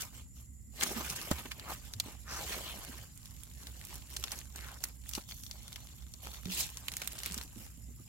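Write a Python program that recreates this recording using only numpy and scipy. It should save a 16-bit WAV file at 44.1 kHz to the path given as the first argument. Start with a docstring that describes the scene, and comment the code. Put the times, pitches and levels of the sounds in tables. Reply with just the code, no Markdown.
"""Digging damp clay with a spade

A spade works damp clay in a drained lotus pond, close to the microphone. A thrown clod slaps through
leaves and thuds down; the blade then slides in and levers the bank loose. Clay, roots and leaves are
clouds of tiny noise bursts, snaps are bright ringing bursts, and thuds are sagging low tones with a puff
of noise. Behind them lie filtered noise for the outdoor rumble and noise bands for drone and insects."""
import sys
import numpy as np
from scipy import signal
from scipy.fft import rfft, irfft, next_fast_len
from scipy.io import wavfile
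from scipy.ndimage import uniform_filter1d

SR = 44100
rng = np.random.default_rng(int(sys.argv[2]) if len(sys.argv) > 2 else 0)


def persist_wave(psi):
    """Save psi, clipped to +-1, as 16-bit WAV."""
    counts = np.round(np.clip(psi, -1, 1) * 32767).astype(np.int16)
    wavfile.write(sys.argv[1], SR, np.atleast_2d(counts).T)


N = 356592  # length of the scene in samples


def amp(db):
    """Turns decibels into a gain."""
    return 10 ** (np.asarray(db) / 20)


def unit(x):
    """Scales a sound to an rms of one."""
    return x / np.sqrt(np.mean(x ** 2) + 1e-20)


def read(points, hz):
    """Reads a spectrum between its points, on a log-frequency axis."""
    f, value = np.transpose(points)
    return np.interp(np.log(hz + 1), np.log(f + 1), value)


def add(mix, s, sound):
    """Adds a stereo sound to the mix at time s, cutting what falls outside."""
    at = round(s * SR)
    sound = sound[:, max(-at, 0):]
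    part = mix[:, max(at, 0):][:, :sound.shape[1]]
    part += sound[:, :part.shape[1]]


def colour(x, gain):
    """Filters x by a gain that is a function of frequency."""
    size = next_fast_len(x.shape[-1] + 512)
    spectrum = rfft(x, size) * gain(np.fft.rfftfreq(size, 1 / SR))
    return irfft(spectrum, size)[..., :x.shape[-1]]


# how alike left and right are: (frequency [Hz], likeness [0-1])
LIKENESS = [(60, 0.75), (250, 0.7), (600, 0.97), (1100, 0.58), (2000, 0.55), (4000, 0.052), (8000, 0.047),
            (16000, 0.078)]


def pair(n):
    """White noise at two microphone ports: largely shared up to about 2 kHz, nearly unrelated from 4 kHz."""
    a, b = rfft(rng.standard_normal((2, n)))
    alike = np.clip(read(LIKENESS, np.fft.rfftfreq(n, 1 / SR)), 0, 1)
    return irfft(np.array([a, alike * a + np.sqrt(1 - alike ** 2) * b]), n)


def ring(x, hz, q):
    """A resonance: it favours sound near one pitch, and a low q makes it broad and quick to die."""
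    w = 2 * np.pi * min(hz, SR / 2 - 1000) / SR
    damp = np.sin(w) / (2 * q)
    return signal.lfilter([damp, 0, -damp], [1 + damp, -2 * np.cos(w), 1 - damp], x)


def grains(n, per_s, spread_db, grain_s, count=8, size=256):
    """A cloud of tiny fractures of random strength, each a short fading burst in one of a few shapes."""
    strength_db = spread_db * np.minimum(rng.exponential(1, n), 4.5)
    clicks = amp(strength_db) * (rng.random(n) < per_s / SR)
    clicks *= rng.choice([-1, 1], n)
    shape = rng.integers(0, count, n)
    fade = np.exp(-np.arange(size) / SR / grain_s)
    cloud = np.zeros((2, n))
    for k in range(count):
        burst = unit(pair(size) * fade)
        cloud += signal.oaconvolve((clicks * (shape == k))[None], burst, axes=1)[:, :n]
    return unit(cloud)


# shape of the open-air rumble: (frequency [Hz], relative level [dB])
RUMBLE = [(20, -30), (40, 1), (60, 3), (90, -3), (125, -1), (170, -8.5), (250, -12.5), (400, -30.5),
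          (800, -41), (2000, -45), (5000, -45), (10000, -33.5), (16000, -59)]
# far drone and insect bands: (centre [Hz], width [Hz], rms level [dB])
DRONE_AND_INSECTS = [(63.8, 8.5, -54), (110, 13, -64.5), (2030, 200, -84), (7054, 140, -66.5),
                     (7450, 520, -66.5), (11200, 1300, -73)]


def background(rumble_db=-55, pan_db=-3):
    """Outdoor rumble is shaped noise; the far drone and thin insect song are narrower bands of noise."""
    air = amp(rumble_db) * unit(colour(pair(N), lambda hz: amp(read(RUMBLE, hz))))
    for centre, width, db in DRONE_AND_INSECTS:
        band = colour(pair(N), lambda hz: 1 / (1 + (2 * (hz - centre) / width) ** 2))
        air += amp(db) * unit(band)
    # the lows lean to the right
    sides = np.array([[pan_db], [-pan_db]]) / 2
    return colour(air, lambda hz: amp(sides / (1 + (hz / 400) ** 2)))


# steady strain of the spade on the bank between pushes: (time [s], effort [dB])
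STEADY_STRAIN = [(0.7, -88), (1.45, -62), (3.1, -69), (3.3, -65.5), (3.5, -67.5), (3.8, -60), (4.05, -65),
                 (4.47, -65.5), (5.0, -73), (5.45, -67), (5.55, -59.5), (5.85, -61.5), (6.1, -69.5),
                 (6.3, -64), (6.8, -58.5), (7.5, -65.5), (7.95, -73), (8.08, -67.5)]
# under steady strain the clay stays below the roots, and the leaves follow only part of each change
STRAIN_CLAY_DB, STRAIN_LEAVES_DB, STRAIN_USUAL_DB, LEAVES_FOLLOW = -5, -62.5, -65, 0.43
# pushes of the spade and tumbles of clods: (start [s], hold [s], effort [dB],
# swell over the hold [dB], extra clay [dB], extra leaves [dB])
SPADE_PUSHES = [(0.0, 0.039, -47.5, -4.5, -2, 2), (0.148, 0.049, -56, -2.5, -4, -1.5),
                (0.37, 0.048, -66.5, 0, -6, 5), (0.759, 0.045, -56, 7.5, -6, -0.5),
                (0.822, 0.583, -46.5, -7.5, 0.5, 1.5), (1.445, 0.058, -66.5, -3, 4, 9),
                (1.573, 0.12, -71, 5.5, 11.5, -14), (1.699, 0.034, -49.5, 0, -2.5, 1),
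                (1.848, 0.015, -58.5, 3.5, -7, -5), (2.062, 0.06, -54, -5.5, 1.5, -3),
                (2.313, 0.23, -49.5, 5, -3, -3), (2.559, 0.47, -50, -8.5, -0.5, -0.5),
                (3.593, 0.084, -67.5, 2.5, 2.5, 6), (3.906, 0.054, -54.5, 0, -3.5, -3),
                (4.108, 0.28, -60, 4, -2.5, 1), (4.558, 0.21, -58, -4.5, -0.5, -1),
                (4.82, 0.066, -60.5, -0.5, -1, 3), (5.065, 0.11, -60.5, 7, -9.5, 1.5),
                (5.304, 0.025, -48.5, -4, -16, -1), (5.352, 0.1, -72, 5.5, -19, 14),
                (6.232, 0.14, -56, -2.5, -2, 1.5), (6.508, 0.1, -43.5, 8, -15.5, -5),
                (6.927, 0.48, -59.5, 6.5, -4.5, -2), (7.585, 0.065, -61.5, -1, -2.5, 5)]
ATTACK_DB_PER_S, RELEASE_DB_PER_S = 478, 250


def work():
    """Work on clay, roots and leaves in dB: the steady strain plus pushes that attack, hold and release."""
    t = np.arange(0, N, 64) / SR
    strain = np.interp(t, *np.transpose(STEADY_STRAIN))
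    leaves_strain = STRAIN_LEAVES_DB + LEAVES_FOLLOW * (strain - STRAIN_USUAL_DB)
    power = amp([strain + STRAIN_CLAY_DB, strain, leaves_strain]) ** 2
    for start, hold, db, swell_db, clay_db, leaves_db in SPADE_PUSHES:
        age = t - start
        push = db + swell_db * np.clip(age / hold, 0, 1)
        push -= ATTACK_DB_PER_S * np.maximum(-age, 0) + RELEASE_DB_PER_S * np.maximum(age - hold, 0)
        power += amp([push + clay_db, push, push + leaves_db]) ** 2
    return [np.interp(np.arange(N) / SR, t, 10 * np.log10(p)) for p in power]


def hollows(x, patchy_db=3.5):
    """Cavities open and close between the clods: short-lived resonances come and go."""
    z = signal.stft(x, nperseg=512)[2]
    field = rng.standard_normal(z.shape[1:])
    field = uniform_filter1d(field, size=6, axis=0)  # smooth over pitch
    field = unit(uniform_filter1d(field, size=5, axis=1))  # smooth over time
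    return signal.istft(z * amp(patchy_db * field), nperseg=512)[1][:, :x.shape[1]]


def worked(work_db, spectrum, db, per_s, spread_db, grain_s, clump_db):
    """One material giving way: grains come in stick-slip clumps, as strong as the work on it."""
    slips = np.clip(unit(uniform_filter1d(rng.standard_normal(N), size=400)), -2, 2)
    cloud = hollows(grains(N, per_s, spread_db, grain_s) * amp(clump_db * slips))
    cloud = colour(cloud, lambda hz: amp(read(spectrum, hz)))
    # the work done in each moment is shared among its grains
    power = abs(uniform_filter1d((cloud ** 2).mean(0), size=4000))
    cloud /= np.sqrt(power + 1e-9)
    return cloud * amp(db + work_db)


def heft(clay, work_db, under_hz=480, full_db=-50, bass_db_per_db=0.2, most_db=2, least_db=-7):
    """Only hard work moves whole lumps, so the bass of the clay fades faster than its level."""
    lumps = colour(clay, lambda hz: 1 / (1 + (hz / under_hz) ** 4))
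    bass_db = np.clip(bass_db_per_db * (work_db - full_db), least_db, most_db)
    return clay + lumps * (amp(bass_db) - 1)


# colours of the clay, root and leaf grains: (frequency [Hz], relative level [dB])
CLAY_COLOUR = [(60, -19), (150, -0.5), (260, 2), (480, -1), (1100, -3), (1900, -1.5), (3000, -5),
               (6000, -22.5)]
ROOT_COLOUR = [(600, -49), (1600, -20), (2600, 0), (3700, 0), (6000, -3), (7500, 0), (10000, -16),
               (16000, -12.5)]
LEAF_COLOUR = [(2000, -86), (5000, -1.5), (7200, -1), (9000, -2), (12000, 1.5), (15500, -6)]


def digging(clay_db, roots_db, leaves_db):
    """Clay crumbles low, roots tear in the middle, leaves and grass rustle on top."""
    clay = worked(clay_db, CLAY_COLOUR, db=2.7, per_s=1100, spread_db=1.5, grain_s=0.0015, clump_db=1.4)
    roots = worked(roots_db, ROOT_COLOUR, db=0.88, per_s=1200, spread_db=-0.5, grain_s=0.0013, clump_db=-0.7)
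    leaves = worked(leaves_db, LEAF_COLOUR, db=2.5, per_s=2400, spread_db=2.5, grain_s=0.0016, clump_db=2.5)
    return heft(clay, clay_db) + roots + leaves


# resonances of the clay-caked steel blade: (centre [Hz], width [Hz], relative level [dB])
BLADE_RINGS = [(1000, 850, -8.5), (2150, 720, -4.5), (3500, 740, 4.5), (4405, 260, 6), (5860, 1170, 1)]
# how freely the blade rings, high once it is lifted out: (time [s], share [0-1])
BLADE_FREEDOM = [(5.2, 0.22), (5.29, 0.92), (5.8, 0.57), (6.4, 0.85), (6.6, 0)]


def blade(x, db=4):
    """Crumbs breaking on the blade take on its damped ring, the more so the freer it is."""
    free = np.clip(np.interp(np.arange(N) / SR, *np.transpose(BLADE_FREEDOM)), 0, 1)
    steel = sum(amp(mode_db + db) * ring(x, hz, hz / width) for hz, width, mode_db in BLADE_RINGS)
    # the ring takes the place of much of the plain sound
    return x - 0.98 * free * ring(x, 3350, 0.36) + free * steel / 2


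def bank(x, db=-15, t60=0.031, size=8192):
    """Earth banks and leaves throw back a short, faint scatter of echoes."""
    t = np.arange(size) / SR
    sparse = (rng.random((2, size)) < .06) * (t > .003)
    taps = rng.standard_normal((2, size)) * sparse * amp(-60 * t / t60)
    taps /= np.linalg.norm(taps, axis=1, keepdims=True)
    return x + amp(db) * signal.oaconvolve(x, taps, axes=1)[:, :N]


# clods brushing leaves or tearing loose: (time of the crest [s], rms level [dB], centre [Hz], fall [s])
CLOD_CRUNCHES = [(0.009, -34, 6060, 0.0037), (0.811, -28.5, 3500, 0.0035), (0.826, -27.5, 2200, 0.011),
                 (0.835, -25, 6800, 0.0047), (0.87, -36, 7030, 0.01), (0.968, -39.5, 1500, 0.012),
                 (1.01, -37.5, 1000, 0.019), (1.101, -33, 5460, 0.01), (1.163, -36, 6450, 0.01),
                 (1.313, -29.5, 6150, 0.0044), (1.3151, -26.5, 680, 0.0072), (1.32, -38.5, 1380, 0.011),
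                 (1.388, -41, 1770, 0.015), (1.457, -40, 1000, 0.0057), (1.517, -33.5, 2270, 0.0066),
                 (2.526, -37.5, 1800, 0.024), (4.323, -40, 1740, 0.015), (4.324, -43, 10000, 0.008),
                 (4.842, -35, 11000, 0.006), (5.154, -39, 5000, 0.01), (5.181, -37.5, 675, 0.0069),
                 (6.271, -32.5, 1300, 0.0013), (6.606, -36, 5270, 0.033), (7.02, -37, 1710, 0.0079),
                 (7.265, -43, 2500, 0.028)]
CRUNCH_RISE_SHARE = 0.45  # a crunch swells in this share of the time it takes to fall


def crunches(q=0.84, per_s=3500, spread_db=2.5):
    """A dense rush of fractures swells to a crest and dies away."""
    out = np.zeros((2, N))
    t = np.arange(-SR // 8, SR // 5) / SR  # zero at the crest
    for s, crest_db, hz, fall in CLOD_CRUNCHES:
        swell = np.exp(np.where(t < 0, t / (CRUNCH_RISE_SHARE * fall), -t / fall))
        rush = ring(grains(len(t), per_s, spread_db, 0.00053, count=4), hz, q) * swell
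        rush *= np.linalg.norm(swell) / np.linalg.norm(rush.mean(0)) / np.sqrt(2)
        add(out, s + t[0], amp(crest_db) * rush)
    return out


def snap(peak_db, hz, pan_db, q=1.6, bright_db=-8, rings_db=-1, ring_q=8, ring_octaves=1.76,
         crack_s=0.0026, tick_db=5, tick_s=0.00022, scatter_db=-21, scatter_s=0.0094, size=2048):
    """A fibre breaks with a tick, a sharp burst and a few brief rings; leaves scatter a faint tail."""
    t = np.arange(size) / SR
    tick = amp(tick_db) * np.exp(-t / tick_s)
    crack = np.exp(-t / crack_s)
    scatter = amp(scatter_db) * np.exp(-t / scatter_s)
    burst = pair(size) * (tick + crack + scatter)
    sound = ring(burst, hz, q) + amp(bright_db) * ring(burst, hz, 0.42)
    for octaves in rng.uniform(-ring_octaves, 1, size=3):
        sound += amp(rings_db) * ring(burst, hz * 2 ** octaves, ring_q)
    sides_db = np.array([[pan_db], [-pan_db]]) / 2
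    return sound / abs(sound).max(1, keepdims=True) * amp(peak_db + sides_db)


# roots, stalks and crumbs snapping, before the shared level and pitch settings below:
# (time [s], peak level [dB], centre [Hz], left minus right [dB])
FIBRE_SNAPS = [(0.0198, -23, 8100, 6), (0.83, -19, 8200, -3), (0.834, -14, 7650, 7), (1.215, -26, 5400, 1),
               (1.518, -36, 4550, 5), (1.5967, -30.5, 4730, 2), (1.937, -25, 6760, 3),
               (1.9998, -16.5, 4900, -0.5), (2.0025, -20, 4630, -2), (2.849, -30, 9500, -2),
               (3.1762, -37, 11000, -11), (3.257, -33, 7700, -2), (3.4344, -36, 10100, -10),
               (3.6705, -29.5, 6300, 0), (3.851, -30.5, 9800, -2), (4.1651, -23.5, 6400, 0),
               (4.168, -20.5, 4970, -1), (4.2391, -20, 4260, 1), (4.3184, -23, 8700, -4),
               (4.389, -28.5, 8200, -1), (4.5598, -29.5, 8340, -3), (4.839, -17.5, 7700, -2),
               (5.092, -27, 9100, -2), (5.1354, -22.5, 6200, 5), (5.151, -20.5, 6150, 3.5),
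               (5.321, -30.5, 4060, 4), (5.436, -31, 7160, -4), (5.4647, -31, 5560, 2),
               (5.512, -27.5, 4900, 5), (5.6804, -30.5, 6230, 0), (5.7282, -30.5, 4800, -2),
               (5.759, -28.5, 4100, 1.5), (6.138, -31.5, 7200, 4), (6.455, -30, 3400, 0),
               (6.7713, -27, 6760, 1), (6.8829, -22, 4570, -4), (6.9184, -28, 6460, 4),
               (6.9382, -26.5, 5340, 0), (6.968, -21.5, 8100, -1), (7.0181, -27.5, 4970, -3),
               (7.075, -19.5, 8900, -2.5), (7.1894, -27, 5600, 3), (7.234, -25, 5900, 3),
               (7.2604, -21.5, 10100, 2), (7.322, -25, 7740, 1), (7.3435, -25, 6900, -1),
               (7.3782, -25, 7300, 0)]


def snaps(db=1.0, pitch_factor=0.837):
    """The loud breaks of roots, stalks and crumbs, each at its own time and side."""
    out = np.zeros((2, N))
    for s, peak_db, hz, pan_db in FIBRE_SNAPS:
        add(out, s, snap(peak_db + db, hz * pitch_factor, pan_db))
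    return out


def thud(db, hz, t60, puff_db=-8, puff_q=1.18, sag=0.15, onset_s=0.00015, size=16384):
    """Soft ground takes a blow: a damped swing that sags in pitch, with a puff of loose earth."""
    t = np.arange(size) / SR
    pitch = hz * (1 + sag * np.exp(-t / 0.0088))
    swing = np.sin(2 * np.pi * np.cumsum(pitch) / SR)
    puff = unit(ring(ring(pair(size), hz, puff_q), hz, puff_q))
    # the longer the ground gives, the softer the blow begins
    press = 1 - np.exp(-t / (onset_s + t60 ** 2 / 4))
    return press * (swing + amp(puff_db) * puff) * amp(db - 60 * t / t60)


# dull blows of clay and blade: (time [s], level before the soft onset [dB], settled pitch [Hz],
# time to fall by 60 dB [s])
DULL_BLOWS = [(0.826, -36, 254, 0.14), (.959, -33.5, 224, 0.14), (1.004, -40.5, 335, 0.061),
              (1.105, -40.5, 137, 0.14), (1.3132, -13, 223, 0.01), (1.3154, -31, 76, 0.19),
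              (1.455, -39.5, 247, 0.065), (1.946, -34.5, 94.6, 0.26), (2.060, -41, 233, 0.051),
              (2.894, -42, 238, 0.082), (5.178, -32, 240, 0.031), (6.269, -35, 342, 0.012),
              (6.459, -31.5, 151, 0.036), (6.471, -32, 181, 0.19), (7.304, -37.5, 166, 0.096),
              (7.367, -40, 225, 0.086), (7.561, -42, 213, 0.085)]
SHIFTING = (7.4, 8.09)  # while the loosened block of clay shifts on the blade: (start [s], end [s])


def thuds(count=7, bump_db=-48, bump_hz=232, bump_octaves=0.3, bump_t60=0.1):
    """The dull blows, then an uneven run of soft bumps as the loosened block shifts."""
    out = np.zeros((2, N))
    for s, db, hz, t60 in DULL_BLOWS:
        add(out, s, thud(db, hz, t60))
    for k, (late, pitch) in enumerate(rng.random((count, 2))):
        s = SHIFTING[0] + (k + late) / count * (SHIFTING[1] - SHIFTING[0])
        add(out, s, thud(bump_db, bump_hz * 2 ** (bump_octaves * (pitch - .5)), bump_t60))
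    return out


def moving(x, hz, width):
    """A resonance that follows the curve hz: shift that pitch to zero, smooth, and shift back."""
    turn = np.exp(2j * np.pi * np.cumsum(hz) / SR)
    r = np.exp(-np.pi * width / SR)
    return 2 * (turn * signal.lfilter([1 - r], [1, -r], x / turn)).real


# the blade sliding along wet clay, before the shared level setting below: (start [s], end [s],
# crest rms level [dB], first pitch [Hz], last pitch [Hz], width of each resonance pass [Hz])
BLADE_SCRAPES = [(1.655, 1.743, -42.5, 1150, 800, 960), (2.248, 2.443, -45.5, 1300, 1080, 1200),
                 (2.266, 2.417, -45, 5360, 5900, 2000), (2.636, 2.742, -44.5, 3300, 2980, 1400),
                 (4.58, 4.77, -51, 2300, 800, 970), (6.484, 6.69, -47, 3020, 3360, 1700)]


def scrapes(per_s=1800, spread_db=3, db=-1):
    """Wet clay drags on the blade; the gap between them changes, so its hollow pitch slides."""
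    out = np.zeros((2, N))
    for start, end, crest_db, first_hz, last_hz, width in BLADE_SCRAPES:
        n = max(int((end - start) * SR), 512)
        hz = np.geomspace(first_hz, last_hz, n)
        drag = grains(n, per_s, spread_db, 0.0011, count=4)
        drag = moving(moving(drag, hz, width), hz, width)
        swell = np.sin(np.linspace(0, np.pi, n))
        add(out, start, unit(drag) * swell * amp(crest_db + db))
    return out


PRYING = (3.15, 7.7)  # while the spade levers the bank and roots part: (start [s], end [s])


def grit(roots_db, leaves_db, count=260, over_db=21, spread_db=5.0, ceiling_db=-29,
         low_hz=1900, octaves=2.7, side_db=9, crack_s=0.00097):
    """Under the lever, rootlets and crumbs tick at random, louder (up to a ceiling) in harder work."""
    out = np.zeros((2, N))
    effort_db = np.maximum(roots_db, leaves_db - 11)
    for when, strength, pitch, side in rng.random((count, 4)):
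        s = PRYING[0] + when * (PRYING[1] - PRYING[0])
        peak_db = effort_db[min(int(s * SR), N - 1)] + over_db + spread_db * (2 * strength - 1)
        hz = low_hz * 2 ** (octaves * pitch)
        add(out, s, snap(min(peak_db, ceiling_db), hz, side_db * (side - .5), crack_s=crack_s))
    return out


LEFT_LAG_MS = 0.096


def scene():
    """The digging is to the right, so it reaches the left port a little late."""
    clay_db, roots_db, leaves_db = work()
    breaking = digging(clay_db, roots_db, leaves_db) + grit(roots_db, leaves_db) + snaps()
    near = bank(blade(breaking) + scrapes() + crunches() + thuds())
    near[0] = colour(near[0], lambda hz: np.exp(-2j * np.pi * hz * LEFT_LAG_MS / 1000))
    return near + background()


# difference in colour between the ports: (frequency [Hz], left minus right [dB])
PORT_DIFFERENCE = [(60, -1.5), (125, -1), (250, -8.5), (600, 1), (1100, 2), (2200, -0.6), (4400, 1),
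                   (7000, 2), (9000, -6), (15000, -8)]
EDGE_HZ = 15950  # top of the band that is kept


def record(dry):
    """The two ports differ in colour; then a steep low-pass limits the band."""
    sides = np.array([[1], [-1]])
    ports = colour(dry, lambda hz: amp(sides * read(PORT_DIFFERENCE, hz) / 2))
    low_pass = signal.firwin(511, EDGE_HZ, window=("kaiser", 9), fs=SR)
    return signal.oaconvolve(ports, low_pass[None], "same")


dry = scene()
out = record(dry)
persist_wave(out)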